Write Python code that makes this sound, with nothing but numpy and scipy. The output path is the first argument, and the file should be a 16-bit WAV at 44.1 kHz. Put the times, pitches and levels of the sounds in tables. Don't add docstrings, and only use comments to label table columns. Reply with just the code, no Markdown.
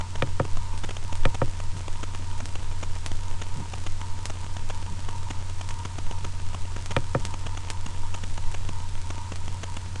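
import sys
import numpy as np
from scipy import signal
from scipy.fft import rfft, irfft
from scipy.io import wavfile

SR = 44100
rng = np.random.default_rng(int(sys.argv[2]) if len(sys.argv) > 2 else 0)


def dump(signal):
    limited = np.clip(np.atleast_2d(signal).T, -1, 1)
    pcm = np.round(limited * 32767).astype(np.int16)
    wavfile.write(sys.argv[1], SR, pcm)


N = 441000
TIME, FREQS = np.arange(N) / SR, np.fft.rfftfreq(N, 1 / SR)

# (frequency [Hz], spectral density [dB per Hz])
HISS_SPECTRUM = [(50, -62), (90, -65.5), (140, -70), (200, -76.5), (350, -82.5), (750, -86), (1300, -84.5),
                 (2000, -87.5), (4500, -89), (7700, -90), (9200, -91.5), (10300, -92.5)]
# (time [s], relative level [dB])
RUMBLE_SWELL = [(0, -36.5), (.44, -34.5), (.58, -25.5), (.97, -35), (1.25, -25), (1.5, -36.5), (2.6, -32.5),
                (4.5, -34.5), (6.2, -35), (6.7, -33), (7.4, -37.5), (8.2, -30.5), (10, -39.5)]
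# (frequency [Hz], gain [dB])
RUMBLE_SPECTRUM = [(3, -1.5), (16, 4), (29, -25.5), (50, -25), (90, -35.5), (200, -54), (1000, -100)]
# (centre time [s], length [s], level [dB], pitch [Hz])
DOG_NUDGES = [(1.766, 0.066, -39.5, 124), (2.215, 0.047, -40.5, 188), (2.443, 0.098, -46, 207),
              (3.597, 0.083, -37, 139), (4.696, 0.17, -50, 175), (4.92, 0.056, -43.5, 170),
              (6.258, 0.12, -47, 130), (7.27, 0.18, -48, 190), (7.89, 0.042, -46, 168),
              (8.305, .3, -57, 160), (8.69, 0.093, -47, 130), (9.476, 0.43, -49, 133),
              (9.917, 0.22, -51, 127)]
# (time [s], level [dB])
STATIC_TICKS = [(0.7776, -16), (1.1545, -14.5), (2.4568, -11.5), (3.0625, -6.5), (4.2561, -6.5),
                (5.69, -12.5), (6.8602, -12), (7.2521, -6), (7.7024, -4.5), (9.3587, -13)]
# (time [s], gain [dB], cutoff [Hz], bare switch click [dB])
BUTTON_SNAPS = [(0.2215, -1, 3700, -14), (0.3976, 1, 1430, -23), (1.2522, -1, 3670, -10),
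                (1.4160, 1, 1390, -30), (6.964, 0, 3780, -11.5), (7.1479, 1, 1540, -29)]
# (frequency [Hz], width [Hz], gain [dB])
DESK_MODES = [(81, 20, 22), (118, 15.6, 31), (141.4, 26, 29.5), (188, 79, 10.5), (248, 31, 22),
              (312, 15, 20.5), (390, 96, 16.5), (525, 63, 26.5), (710, 55, 18), (916, 52, 19),
              (1265, 194, 17.5), (1805, 200, 14.5), (2384, 180, 15), (3300, 770, 9)]
# (frequency [Hz], group delay [s])
DESK_DELAY = [(60, 0.00844), (140, 0.00725), (300, .005), (540, .0045), (750, 0.0032), (1200, 0.00054),
              (2300, 0.0026), (3200, 0.0011), (6000, 0.0032)]
# (time [s], length [s])
LONG_PACKETS = [(0.007, 0.0075), (0.155, 0.0061), (0.451, 0.0042), (0.57, 0.0045), (0.836, 0.014),
                (0.89, 0.006), (0.907, 0.0051), (0.967, 0.0041), (1.126, 0.0056), (1.344, 0.0119),
                (1.601, 0.0041), (1.88, 0.0046), (2.03, 0.0113), (2.148, 0.004), (2.403, 0.0055),
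                (2.554, 0.0053), (2.828, 0.0105), (3.116, 0.0037), (3.416, 0.0091), (3.735, 0.0069),
                (3.864, 0.0096), (4.014, 0.0035), (4.299, 0.0075), (4.566, 0.0049), (4.699, 0.01),
                (5.086, 0.0068), (5.304, 0.0105), (5.611, 0.0044), (5.707, 0.0048), (5.85, 0.0096),
                (5.984, 0.0058), (6.111, 0.0052), (6.245, 0.0084), (6.545, 0.0061), (6.763, 0.0059),
                (6.907, 0.0163), (7.339, 0.0057), (7.465, 0.0074), (7.572, 0.006), (7.862, 0.006),
                (8.142, 0.01), (8.236, 0.0063), (8.376, 0.006), (8.543, 0.0078), (8.689, 0.0052),
                (9.103, 0.0067), (9.319, 0.0054), (9.479, 0.0032), (9.632, 0.0105), (9.768, 0.0054),
                (9.958, 0.0032)]
# (frequency [Hz], gain [dB])
INTERFERENCE_SPECTRUM = [(100, 11), (400, 3), (1000, 1), (2000, -4.5), (3000, 2.5), (3550, 0), (3800, -5),
                         (5100, -7.5), (5800, 1.5), (6900, 4.5), (7250, -4), (11000, -3.5)]
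# (frequency [Hz], rms level [dB])
HUM_LINES = [(89.96, -37), (64, -71), (104.5, -53.5), (121.8, -58.5), (173, -70), (1270, -67.5)]
# (frequency [Hz], rms pitch wander [Hz], relative level [dB])
FAN_LINES = [(899, 9.94, 1.5), (937, 6.9, -2.5), (955.5, 6.99, 1.5), (992, 24, -8.5), (1034, 8.98, -5),
             (1212, 30, -8.5)]
# (frequency [Hz], gain [dB])
INPUT_RESPONSE = [(8000, 1), (9300, -2), (10600, -8), (11000, -29), (12000, -17)]


def gain_of(db):
    return 10 ** (np.asarray(db) / 20)


def unit_rms(x):
    return x / np.sqrt(np.mean(x ** 2) + 1e-20)


def curve_at(points, f):
    hz, value = np.transpose(points)
    return np.interp(np.log(f + 1), np.log(hz + 1), value)


def coloured(x, points):
    return irfft(rfft(x) * gain_of(curve_at(points, FREQS)), N)


def resonance(f, hz, width):
    return 1 / (1 + ((f - hz) / (width * np.pi / 4)) ** 2)


def band_noise(hz, width):
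    return unit_rms(irfft(rfft(rng.standard_normal(N)) * resonance(FREQS, hz, width), N))


def add(mix, s, sound):
    part = mix[max(round(s * SR), 0):][:len(sound)]
    part += sound[:len(part)]


def noise_floor(rumble_db=8):
    hiss = coloured(rng.standard_normal(N) * np.sqrt(SR / 2), HISS_SPECTRUM)
    rumble = unit_rms(coloured(rng.standard_normal(N), RUMBLE_SPECTRUM))
    swell = gain_of(rumble_db + np.interp(TIME, *np.transpose(RUMBLE_SWELL)))
    return hiss + rumble * swell


def dog_on_mattress(width_hz=55, cloth_db=-8, cloth_hz=260, cloth_width_hz=200):
    cloth = gain_of(cloth_db) * band_noise(cloth_hz, cloth_width_hz)
    out = np.zeros(N)
    for s, length, db, hz in DOG_NUDGES:
        shove = gain_of(db) * np.exp(-(2 * (TIME - s) / length) ** 2)
        out += shove * (band_noise(hz, width_hz) + cloth)
    return out


def static(spike_db=-1, spike_s=0.00003, fizz_db=-29, fizz_s=0.016, crackle_per_s=40, crackle_db=-24):
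    heights = gain_of(crackle_db + 3 * np.clip(rng.standard_normal(N), -2, 2))
    out = heights * (rng.random(N) < crackle_per_s / SR)
    t = np.arange(SR // 30) / SR
    spike = gain_of(spike_db) * np.exp(-t / spike_s)
    for s, db in STATIC_TICKS:
        fizz = gain_of(fizz_db) * np.exp(-(t / fizz_s) ** 2) * rng.standard_normal(len(t))
        add(out, s, gain_of(db) * (fizz - spike))
    return out


def bedroom(x, wet_db=-11, t60_s=0.21, cutoff_hz=270):
    t = np.arange(SR // 3) / SR
    build_up = np.minimum(t * 50, 1) ** 2
    tail = rng.standard_normal(len(t)) * gain_of(-60 * t / t60_s) * build_up
    tail = signal.lfilter(*signal.butter(2, cutoff_hz, fs=SR), tail / np.linalg.norm(tail))
    return x + gain_of(wet_db) * signal.fftconvolve(x, tail)[:N]


def mouse_clicks(switch_db=-10, rebound_db=-13, rebound_s=0.0082, rebound_hz=2000, size=16384):
    f, out = np.fft.rfftfreq(size, 1 / SR), np.zeros(N)
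    mode_power = sum((gain_of(db) * resonance(f, hz, width)) ** 2 for hz, width, db in DESK_MODES)
    desk = np.sqrt(mode_power + gain_of(switch_db) ** 2)
    direct = np.exp(-2j * np.pi * np.cumsum(curve_at(DESK_DELAY, f)) * f[1])
    lag = 4 * np.pi * rebound_s * np.sqrt(f * rebound_hz)
    rebound = gain_of(rebound_db) * resonance(f, rebound_hz, width=2200) * np.exp(-1j * lag)
    for s, db, cutoff_hz, click_db in BUTTON_SNAPS:
        log_gain = np.log(desk / np.sqrt(1 + (f / cutoff_hz) ** 6) + gain_of(click_db))
        mirrored = np.r_[log_gain, log_gain[-2:0:-1]]
        ringing = np.exp(np.conj(signal.hilbert(mirrored))[:len(f)])
        add(out, s, gain_of(db) * irfft(ringing * (direct + rebound))[:size // 2])
    return out


def packet_schedule(long_db=-33.5, short_db=-39, short_s=0.0025, beats_per_s=7.5, jitter_s=0.038):
    rows = [(s, length, long_db) for s, length in LONG_PACKETS]
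    starts = [s for s, _ in LONG_PACKETS] + [N / SR]
    for before, after in zip(starts, starts[1:]):
        count = max(round((after - before) * beats_per_s), 1)
        beats = np.linspace(before, after, count, endpoint=False)[1:]
        for s, (late, stretch) in zip(beats, rng.uniform(-1, 1, (16, 2))):
            rows.append((s + jitter_s * late, short_s * (1 + 0.5 * stretch), short_db))
    return rows


def data_interference(on_s=0.00022, off_s=0.00033, strays_per_s=24, stray_db=-30, stray_s=0.00013):
    out = np.zeros(N)
    for s, length, db in packet_schedule():
        holds = rng.gamma(2, 1 / 2, (100, 2)) * [off_s, on_s]
        t = np.arange(0, max(length, 0.002), 1 / SR)
        state = np.searchsorted(np.cumsum(holds), t) % 2
        add(out, s, gain_of(db) * unit_rms(state - state.mean()))
    heights = gain_of(stray_db + 3 * rng.standard_normal(N))
    strays = heights * (rng.random(N) < strays_per_s / SR)
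    pulse = np.exp(-(np.arange(SR // 100) / SR / stray_s) ** 2)
    return coloured(out + np.convolve(strays, pulse)[:N], INTERFERENCE_SPECTRUM)


def fan_whine(level_db=-49.8, wander_rate_hz=22, flutter_hz=13, flutter_depth=0.9):
    whine = np.zeros(N)
    for hz, wander, db in FAN_LINES:
        pitch = hz + wander * band_noise(0, wander_rate_hz)
        whine += gain_of(db) * np.sin(2 * np.pi * np.cumsum(pitch) / SR)
    in_phase = 1 + flutter_depth * band_noise(0, flutter_hz)
    quadrature = flutter_depth * band_noise(0, flutter_hz)
    return gain_of(level_db) * unit_rms(np.hypot(in_phase, quadrature) * whine)


def disk_hum(waver_depth=0.045, waver_hz=7):
    lines = sum(gain_of(db) * np.sin(2 * np.pi * (hz * TIME + rng.random())) for hz, db in HUM_LINES)
    return np.sqrt(2) * lines * (1 + waver_depth * band_noise(0, waver_hz))


def scene():
    background = noise_floor() + dog_on_mattress() + static()
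    clicks = bedroom(mouse_clicks())
    computer = data_interference() + fan_whine() + disk_hum()
    return (background + clicks + computer)[None]


def record(dry):
    lowpass = signal.firwin(401, 12000, window=("kaiser", 8), fs=SR)
    return signal.oaconvolve(coloured(dry, INPUT_RESPONSE), lowpass[None], "same")


dry = scene()
out = record(dry)
dump(out)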